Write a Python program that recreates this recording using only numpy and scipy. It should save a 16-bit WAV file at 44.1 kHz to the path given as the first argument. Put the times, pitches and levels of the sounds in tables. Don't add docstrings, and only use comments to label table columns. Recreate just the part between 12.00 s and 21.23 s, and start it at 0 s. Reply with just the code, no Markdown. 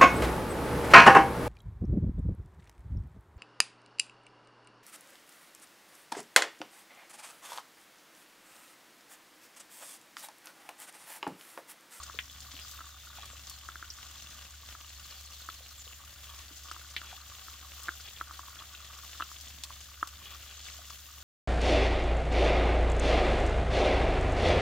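import sys
import numpy as np
from scipy import signal
from scipy.fft import rfft, irfft, next_fast_len
from scipy.io import wavfile
from scipy.ndimage import uniform_filter1d

SR = 44100
rng = np.random.default_rng(int(sys.argv[2]) if len(sys.argv) > 2 else 0)


def dump(signal):
    limited = np.clip(np.atleast_2d(signal).T, -1, 1)
    pcm = np.round(limited * 32767).astype(np.int16)
    wavfile.write(sys.argv[1], SR, pcm)


N = 407043
T = np.arange(N) / SR
FFT_SIZE = next_fast_len(N + 2048)
FFT_HZ = np.fft.rfftfreq(FFT_SIZE, 1 / SR)


def gain(db):
    return 10 ** (np.asarray(db) / 20)


def unit_rms(x):
    return x / np.sqrt(np.mean(x ** 2) + 1e-20)


def unit_peak(x):
    return x / abs(signal.hilbert(x)).max()


def lookup(points, hz):
    f, value = np.transpose(points)
    return np.interp(np.log(hz + 1), np.log(f + 1), value)


def add(mix, start_s, sound):
    part = mix[max(round(start_s * SR), 0):][:len(sound)]
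    part += sound[:len(part)]


def coloured(x, colour):
    return irfft(rfft(x, FFT_SIZE) * gain(lookup(colour, FFT_HZ)), FFT_SIZE)[..., :N]


def click(spectrum_db):
    log_gain = np.log(gain(np.maximum(spectrum_db, spectrum_db.max() - 70)))
    mirrored = np.concatenate([log_gain, log_gain[-2:0:-1]])
    spectrum = np.exp(np.conj(signal.hilbert(mirrored)))
    return unit_peak(np.fft.ifft(spectrum).real)


def child_rng():
    return np.random.default_rng(rng.integers(1 << 30))


def drift(top_hz):
    knots_s = np.arange(0, N / SR + 1, 1 / (2 * top_hz))
    return unit_rms(np.interp(T, knots_s, child_rng().standard_normal(len(knots_s))))


def impulses(per_s, spread_db, cap=4):
    when, size, sign = child_rng().random((int(per_s * N / SR) + 1, 3)).T
    height = gain(spread_db * np.minimum(-np.log(1 - size), cap)) * np.sign(sign - .5)
    return np.bincount((when * N).astype(int), height, N)


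def swells(rows):
    return sum(gain(db) * np.exp(-2 * ((T - mid_s) / width_s) ** 2) for mid_s, width_s, db in rows)


def scatter(x, near_db, near_t60_s, far_db, far_t60_s):
    t = np.arange(SR // 2) / SR
    near, far = rng.standard_normal((2, 2, len(t))) * (t > .0012)
    near, far = near * gain(-60 * t / near_t60_s), far * gain(-60 * t / far_t60_s)
    near = near + near[::-1] / 2
    tail = gain(near_db) * near / np.linalg.norm(near[0]) + gain(far_db) * far / np.linalg.norm(far[0])
    return x + signal.oaconvolve(np.atleast_2d(x), tail, axes=1)[:, :N]


# freq_hz, coherence
STEREO_COHERENCE = [(60, 0.79), (130, 0.97), (300, 0.6), (1400, 1), (3100, 0.67), (6800, 0.21),
                    (10000, 0.53), (15000, 0.12)]


def stereo(a, b):
    coherence = np.clip(lookup(STEREO_COHERENCE, FFT_HZ), -1, 1)
    mid = rfft(a, FFT_SIZE) * np.sqrt((1 + coherence) / 2)
    side = rfft(b, FFT_SIZE) * np.sqrt((1 - coherence) / 2)
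    return irfft(np.array([mid + side, mid - side]), FFT_SIZE)[:, :N]


# freq_hz, gain_db
AIR_COLOUR = [(10, -23), (25, -15), (40, -4), (55, 3), (75, 6), (110, -3.5), (150, -9), (200, -13),
              (330, -14.5), (450, -58), (560, -13.5), (760, -17.5), (900, -17), (1800, -10), (3000, -21.5)]


def hum_and_air(hum_hz=70.6, hum_db=-53, air_db=-59.0, gust_db=1.3):
    hum = gain(hum_db + 0.11 * drift(7.4)) * np.sin(2 * np.pi * hum_hz * T + 0.045 * drift(2.6))
    air = unit_rms(stereo(*coloured(rng.standard_normal((2, N)), AIR_COLOUR)))
    return hum + gain(air_db + gust_db * drift(5)) * air


def crackle(lo_hz, hi_hz, per_s, spread_db, cycles, colour, cap=7.5):
    draws = child_rng().random((int(per_s * N / SR) + 1, 5, 1))
    when, size, pitch, damping, place = draws.transpose(1, 0, 2)
    n = np.arange(160)
    hz = lo_hz * (hi_hz / lo_hz) ** pitch
    decay_cycles = cycles * 4 ** (2 * damping - 1)
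    turns = n * hz / SR
    level_db = spread_db * np.minimum(-np.log(1 - size), cap) + lookup(colour, hz)
    envelope = gain(level_db) * np.exp(-turns / decay_cycles) / np.sqrt(decay_cycles)
    index = ((when * N).astype(int) + n).ravel()
    skew_turns = (place - .5) * hz / 20000
    grains = [envelope * np.sin(2 * np.pi * (turns + side * skew_turns)) for side in (-1, 1)]
    out = np.array([np.bincount(index, channel.ravel(), N)[:N] for channel in grains])
    return unit_rms(scatter(out, near_db=-4.0, near_t60_s=0.025, far_db=-13.5, far_t60_s=0.29))


# freq_hz, gain_db
SIZZLE_COLOUR = [(1000, -32), (1700, -8.5), (2260, -10), (2890, -2.5), (3160, 1.5), (3510, 1.5), (3740, -1),
                 (4800, -0.5), (5220, -2), (7200, 1.5), (8280, -8.5), (9000, -17), (11700, -28),
                 (19800, -120)]
# freq_hz, gain_db
FIZZ_COLOUR = [(3000, -45), (6500, -29), (8500, -4), (11500, -2.5), (13000, 2), (15000, 11), (16000, -6)]
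# time_s, sizzle_db, fizz_db
FRYING_LEVELS = [(0.0, -54, -64.5), (0.46, -53.5, -61), (0.67, -52, -59), (1.03, -55.5, -63),
                 (1.3, -54, -62.5), (2.21, -53.5, -64), (3.01, -54.5, -62.5), (3.85, -54, -61.5),
                 (4.04, -56.5, -62), (4.7, -53, -62), (5.45, -52.5, -60.5), (5.9, -52, -59),
                 (6.5, -54.5, -62), (7.45, -52, -60), (7.89, -55.5, -63), (8.38, -55, -60.5),
                 (8.66, -49, -63), (8.95, -56, -60), (9.23, -52.5, -59.5)]


def sizzle(hiss_db=-0.5, tick_db=-1.88, fizz_db=1.3, prickle_db=-1.0, flutter_db=0.71, swell_db=0.97):
    hiss = unit_rms(stereo(*[coloured(impulses(9000, 3.5), SIZZLE_COLOUR) for _ in range(2)]))
    fizz = unit_rms(stereo(*[coloured(impulses(9000, 1.7), FIZZ_COLOUR) for _ in range(2)]))
    ticks = crackle(2697, 7370, per_s=500, spread_db=4.0, cycles=1.84, colour=SIZZLE_COLOUR, cap=3.93)
    prickle = crackle(9000, 14600, per_s=420, spread_db=1.0, cycles=3.3, colour=FIZZ_COLOUR)
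    time_s, body_db, top_db = np.transpose(FRYING_LEVELS)
    body = gain(np.interp(T, time_s, body_db)) * (gain(hiss_db) * hiss + gain(tick_db) * ticks)
    top = gain(np.interp(T, time_s, top_db)) * (gain(fizz_db) * fizz + gain(prickle_db) * prickle)
    return gain(flutter_db * drift(60) + swell_db * drift(9)) * (body + top)


# pitch_ratio, gain_db
CAVITY_COLOUR = [(.05, -48), (.5, -41), (.68, -28.5), (.8, -9.5), (.97, 4.5), (1.2, -6), (1.42, -13),
                 (1.72, -46.5), (2.5, -18), (3.6, -58), (12, -79)]
# freq_hz, gain_db
BOWL_COLOUR = [(60, -34), (200, -19.5), (340, -11.5), (470, -29.5), (600, -19.5), (730, -15.5), (850, -31),
               (1500, -53.5)]


def pop(pitch_hz, bowl_db=-21.5, opening_cycles=2.28):
    f = np.fft.rfftfreq(2048, 1 / SR)
    opening = np.clip(np.arange(2048) * pitch_hz / SR / opening_cycles, 0, 1)
    cavity = unit_peak(click(lookup(CAVITY_COLOUR, f / pitch_hz)) * np.sin(opening * np.pi / 2) ** 2)
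    return unit_peak(cavity + gain(bowl_db) * click(lookup(BOWL_COLOUR, f)))


# time_s, level_db
BUBBLING_LEVELS = [(0.0, -52), (0.18, -66), (0.44, -65), (0.75, -58.5), (1.0, -62.5), (1.22, -61.5),
                   (1.6, -64.5), (1.93, -59.5), (2.62, -65), (3.83, -66), (4.5, -63.5), (5.35, -60.5),
                   (6.6, -60), (7.17, -61), (7.76, -66.5), (8.35, -61), (9.23, -67)]


def bubbling(gain_db=1.8, per_pitch_per_s=11):
    out = sum(signal.oaconvolve(impulses(per_pitch_per_s, 4.5, cap=2.6), pop(hz))[:N]
              for hz in np.geomspace(1150, 1440, 8))
    wet = scatter(out, near_db=-4.0, near_t60_s=0.077, far_db=-12, far_t60_s=0.45)
    return unit_rms(wet) * gain(np.interp(T, *np.transpose(BUBBLING_LEVELS)) + gain_db)


# freq_hz, level_db, t60_s
PAN_MODES = [(569, -5, 0.23), (762, 8.5, 0.17), (825, -26, 0.075), (1757, -10, 0.096), (3980, 14, 0.11)]
# mid_s, width_s, level_db
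RASHER_SWELLS = [(0.9, 0.91, -80), (5.9, 1.0, -73)]


def pan_ring(rest_db=-76):
    t = np.arange(SR // 5) / SR
    modes = sum(gain(db - 60 * t / t60_s) * np.sin(2 * np.pi * hz * t) for hz, db, t60_s in PAN_MODES)
    ring = unit_rms(signal.oaconvolve(impulses(60, 2.9), modes)[:N])
    return ring * (gain(rest_db) + swells(RASHER_SWELLS))


# freq_hz, gain_db
CRACK_COLOUR = [(1000, 14.5), (1800, -2), (2300, -4.5), (3000, -1), (7200, 3), (9000, 1.5), (12000, 3),
                (15000, 13)]


def spits(gain_db=-39, per_s=7, spread_db=2.5, centre_hz=4400, slope_db=8):
    f = np.fft.rfftfreq(1024, 1 / SR)
    band_db = np.maximum(-slope_db * np.log2((f + 20) / centre_hz) ** 2, -36)
    crack = click(band_db + lookup(CRACK_COLOUR, f))
    ticks = signal.oaconvolve(impulses(per_s, spread_db, cap=1.17), crack)[:N]
    return gain(gain_db) * scatter(ticks, near_db=2.0, near_t60_s=.04, far_db=1, far_t60_s=.11)


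# mid_s, width_s, level_db
FLAME_BUFFETS = [(.3, 0.61, -66), (1.35, 0.49, -68), (2.25, .25, -65), (7.54, 0.16, -62), (8.22, 0.12, -66)]


def flames():
    colour = [(30, -16), (70, -8), (110, 6.5), (180, -5.0), (280, -6.5), (450, -30), (1500, -38)]
    return swells(FLAME_BUFFETS) * unit_rms(coloured(rng.standard_normal(N), colour))


# start_s, level_db, centre_hz, spread_oct
SHARP_SNAPS = [(0.034, -26.5, 5800, 0.6), (0.1889, -17.5, 2360, 0.46), (0.4051, -30, 6000, 0.59),
               (0.5158, -31, 2980, 0.84), (0.5535, -35, 3720, 0.45), (0.7134, -26, 5260, 0.92),
               (1.2568, -27.5, 5130, 0.96), (1.4707, -28.5, 4450, 0.72), (1.4977, -21, 5770, 0.88),
               (1.903, -28, 5100, 0.2), (4.7142, -25, 3900, 0.98), (4.9647, -16.5, 2600, 0.51),
               (4.98, -31, 3170, 0.38), (5.8339, -25, 6950, 0.83), (6.749, -33.5, 3000, 0.35),
               (7.2215, -27.5, 3020, 0.35), (7.411, -25.5, 5440, 0.89), (7.6369, -16.5, 4020, 0.98),
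               (8.0739, -23, 3900, 1.14), (8.6855, -35, 2280, 0.33), (8.9032, -31, 4810, 0.48)]


def snaps(gain_db=-1, slope_db=6, spray_db=1.5, spray_t60_s=0.033):
    out, f, t = np.zeros((2, N)), np.fft.rfftfreq(1024, 1 / SR), np.arange(2048) / SR
    spray_envelope = gain(-60 * t / spray_t60_s) * np.minimum(t / 0.00014, 1)
    for start_s, level_db, centre_hz, spread_oct in SHARP_SNAPS:
        distance = np.log2((f + 20) / centre_hz) / spread_oct
        band_db = np.maximum(-slope_db * distance ** 2, -38)
        crack = gain(level_db + gain_db) * click(band_db + lookup(CRACK_COLOUR, f))
        left, right, both = rng.standard_normal((3, len(t))) * spray_envelope
        for channel, spray in zip(out, (left + both, right + both)):
            splinters = signal.fftconvolve(crack, spray / np.linalg.norm(spray))
            add(channel, start_s, crack)
            add(channel, start_s, gain(spray_db) * splinters)
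    return scatter(out, near_db=-6, near_t60_s=0.079, far_db=-14, far_t60_s=0.1)


# start_s, level_db, pitch_hz
STEAM_POPS = [(0.0968, -37, 1236), (0.7903, -41.5, 1330), (0.8056, -39.5, 1340), (0.8131, -41, 1330),
              (1.6876, -33.5, 1390), (1.7561, -36, 1500), (1.8259, -35, 1460), (2.7499, -40.5, 1305),
              (3.4881, -31.5, 1330), (4.7131, -33.5, 1310), (4.7626, -41, 1230), (5.0157, -38.5, 1470),
              (5.4824, -40, 1320), (5.8837, -26.5, 1530), (5.8894, -25, 1496), (6.2111, -27, 1350),
              (6.309, -37.5, 1240), (6.3923, -37, 1145), (6.4823, -42.5, 1150), (6.6208, -41.5, 1250),
              (7.199, -33.5, 1230), (7.2058, -26.5, 1290), (7.2226, -28.5, 1380), (7.315, -42, 1240),
              (7.704, -40.5, 1120), (8.028, -20.5, 1297), (8.9043, -41, 1220)]


def steam_pops(gain_db=4.6):
    out = np.zeros(N)
    for start_s, level_db, pitch_hz in STEAM_POPS:
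        add(out, start_s, gain(level_db + gain_db) * pop(pitch_hz))
    return scatter(out, near_db=-11, near_t60_s=.045, far_db=-22, far_t60_s=.3)


# start_s, level_db, centre_hz
DULL_KNOCKS = [(0.145, -46, 445), (0.538, -54, 292), (1.185, -41, 836), (1.332, -51, 570),
               (3.606, -51, 570), (3.869, -52.5, 487), (4.509, -52.5, 318), (5.128, -41.5, 780),
               (8.79, -48, 684)]


def knocks(slope_db=9):
    out, f = np.zeros(N), np.fft.rfftfreq(4096, 1 / SR)
    for start_s, level_db, centre_hz in DULL_KNOCKS:
        third_octaves = 3 * np.log2((f + 10) / centre_hz)
        add(out, start_s, gain(level_db) * click(-slope_db * np.log2(1 + third_octaves ** 2)))
    return scatter(out, near_db=-5.5, near_t60_s=0.12, far_db=-8, far_t60_s=0.23)


# mid_s, width_s, level_db
RUSTLE_SWELLS = [(0.6, 0.05, -51.5), (1.22, 0.11, -54), (2.16, 0.03, -56), (3.14, 0.097, -58),
                 (4.33, 0.19, -58.5), (5.1, 0.076, -53), (6.07, 0.039, -50.5), (6.19, 0.045, -51),
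                 (6.6, 0.022, -50.5), (6.87, 0.2, -59), (8.28, 0.12, -53), (8.49, .13, -55.5)]


def rustles(gain_db=2.0):
    colour = [(500, -29), (1100, -15), (2000, -11), (2750, 10.5), (3600, 15.5), (5000, -37.5),
              (12000, -32)]
    grains = crackle(1500, 4400, per_s=700, spread_db=3, cycles=2, colour=colour, cap=3)
    return gain(gain_db) * swells(RUSTLE_SWELLS) * grains


def whistle(length_s, first_hz, last_hz, waver=0.023):
    count = max(int(length_s * SR), 8)
    wobble = unit_rms(uniform_filter1d(rng.standard_normal(count), 60))
    hz = np.linspace(first_hz, last_hz, count) * (1 + waver * wobble)
    return np.sin(2 * np.pi * np.cumsum(hz) / SR) * signal.windows.tukey(count, .5)


# start_s, length_s, first_hz, last_hz, level_db
BIRD_WHISTLES = [(0.602, .06, 4920, 4750, -51.5), (1.284, 0.075, 7500, 7380, -56),
                 (1.499, 0.055, 4430, 4200, -51.5), (2.278, 0.081, 5980, 6650, -56),
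                 (2.77, .1, 6080, 5880, -58), (3.772, 0.055, 7800, 6700, -49),
                 (3.833, 0.17, 7200, 7130, -56.5)]
# start_s, end_s, chirps_per_s, length_s, first_hz, last_hz, level_db
BIRD_TRILLS = [(0.74, 1.2, 12, 0.053, 3780, 3580, -54.5), (2.877, 3.73, 13.3, 0.0293, 4710, 3880, -52.5)]


def birds(gain_db=-2):
    out = np.zeros(N)
    for start_s, end_s, chirps_per_s, length_s, first_hz, last_hz, level_db in BIRD_TRILLS:
        for chirp_s in np.arange(start_s, end_s, 1 / chirps_per_s):
            add(out, chirp_s, gain(level_db + gain_db) * whistle(length_s, first_hz, last_hz))
    for start_s, length_s, first_hz, last_hz, level_db in BIRD_WHISTLES:
        add(out, start_s, gain(level_db + gain_db) * whistle(length_s, first_hz, last_hz))
    return scatter(out, near_db=-3, near_t60_s=.05, far_db=-5, far_t60_s=.5)


def scene(bright_left_db=1, hollow_left_db=0.3, right_lag_s=2.4e-5):
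    bright = (sizzle() + snaps() + spits() + rustles()) * gain([[bright_left_db], [-bright_left_db]])
    hollow = (steam_pops() + bubbling() + pan_ring()) * gain([[hollow_left_db], [-hollow_left_db]])
    fire = bright + hollow + knocks() + flames()
    lag = np.exp(-2j * np.pi * FFT_HZ * right_lag_s)
    fire[1] = irfft(rfft(fire[1], FFT_SIZE) * lag, FFT_SIZE)[:N]
    return fire + hum_and_air() + birds()


def record(dry):
    lowpass = signal.firwin(511, 15900, window=("kaiser", 9), fs=SR)
    return signal.oaconvolve(dry, lowpass[None], "same")


dry = scene()
out = record(dry)
dump(out)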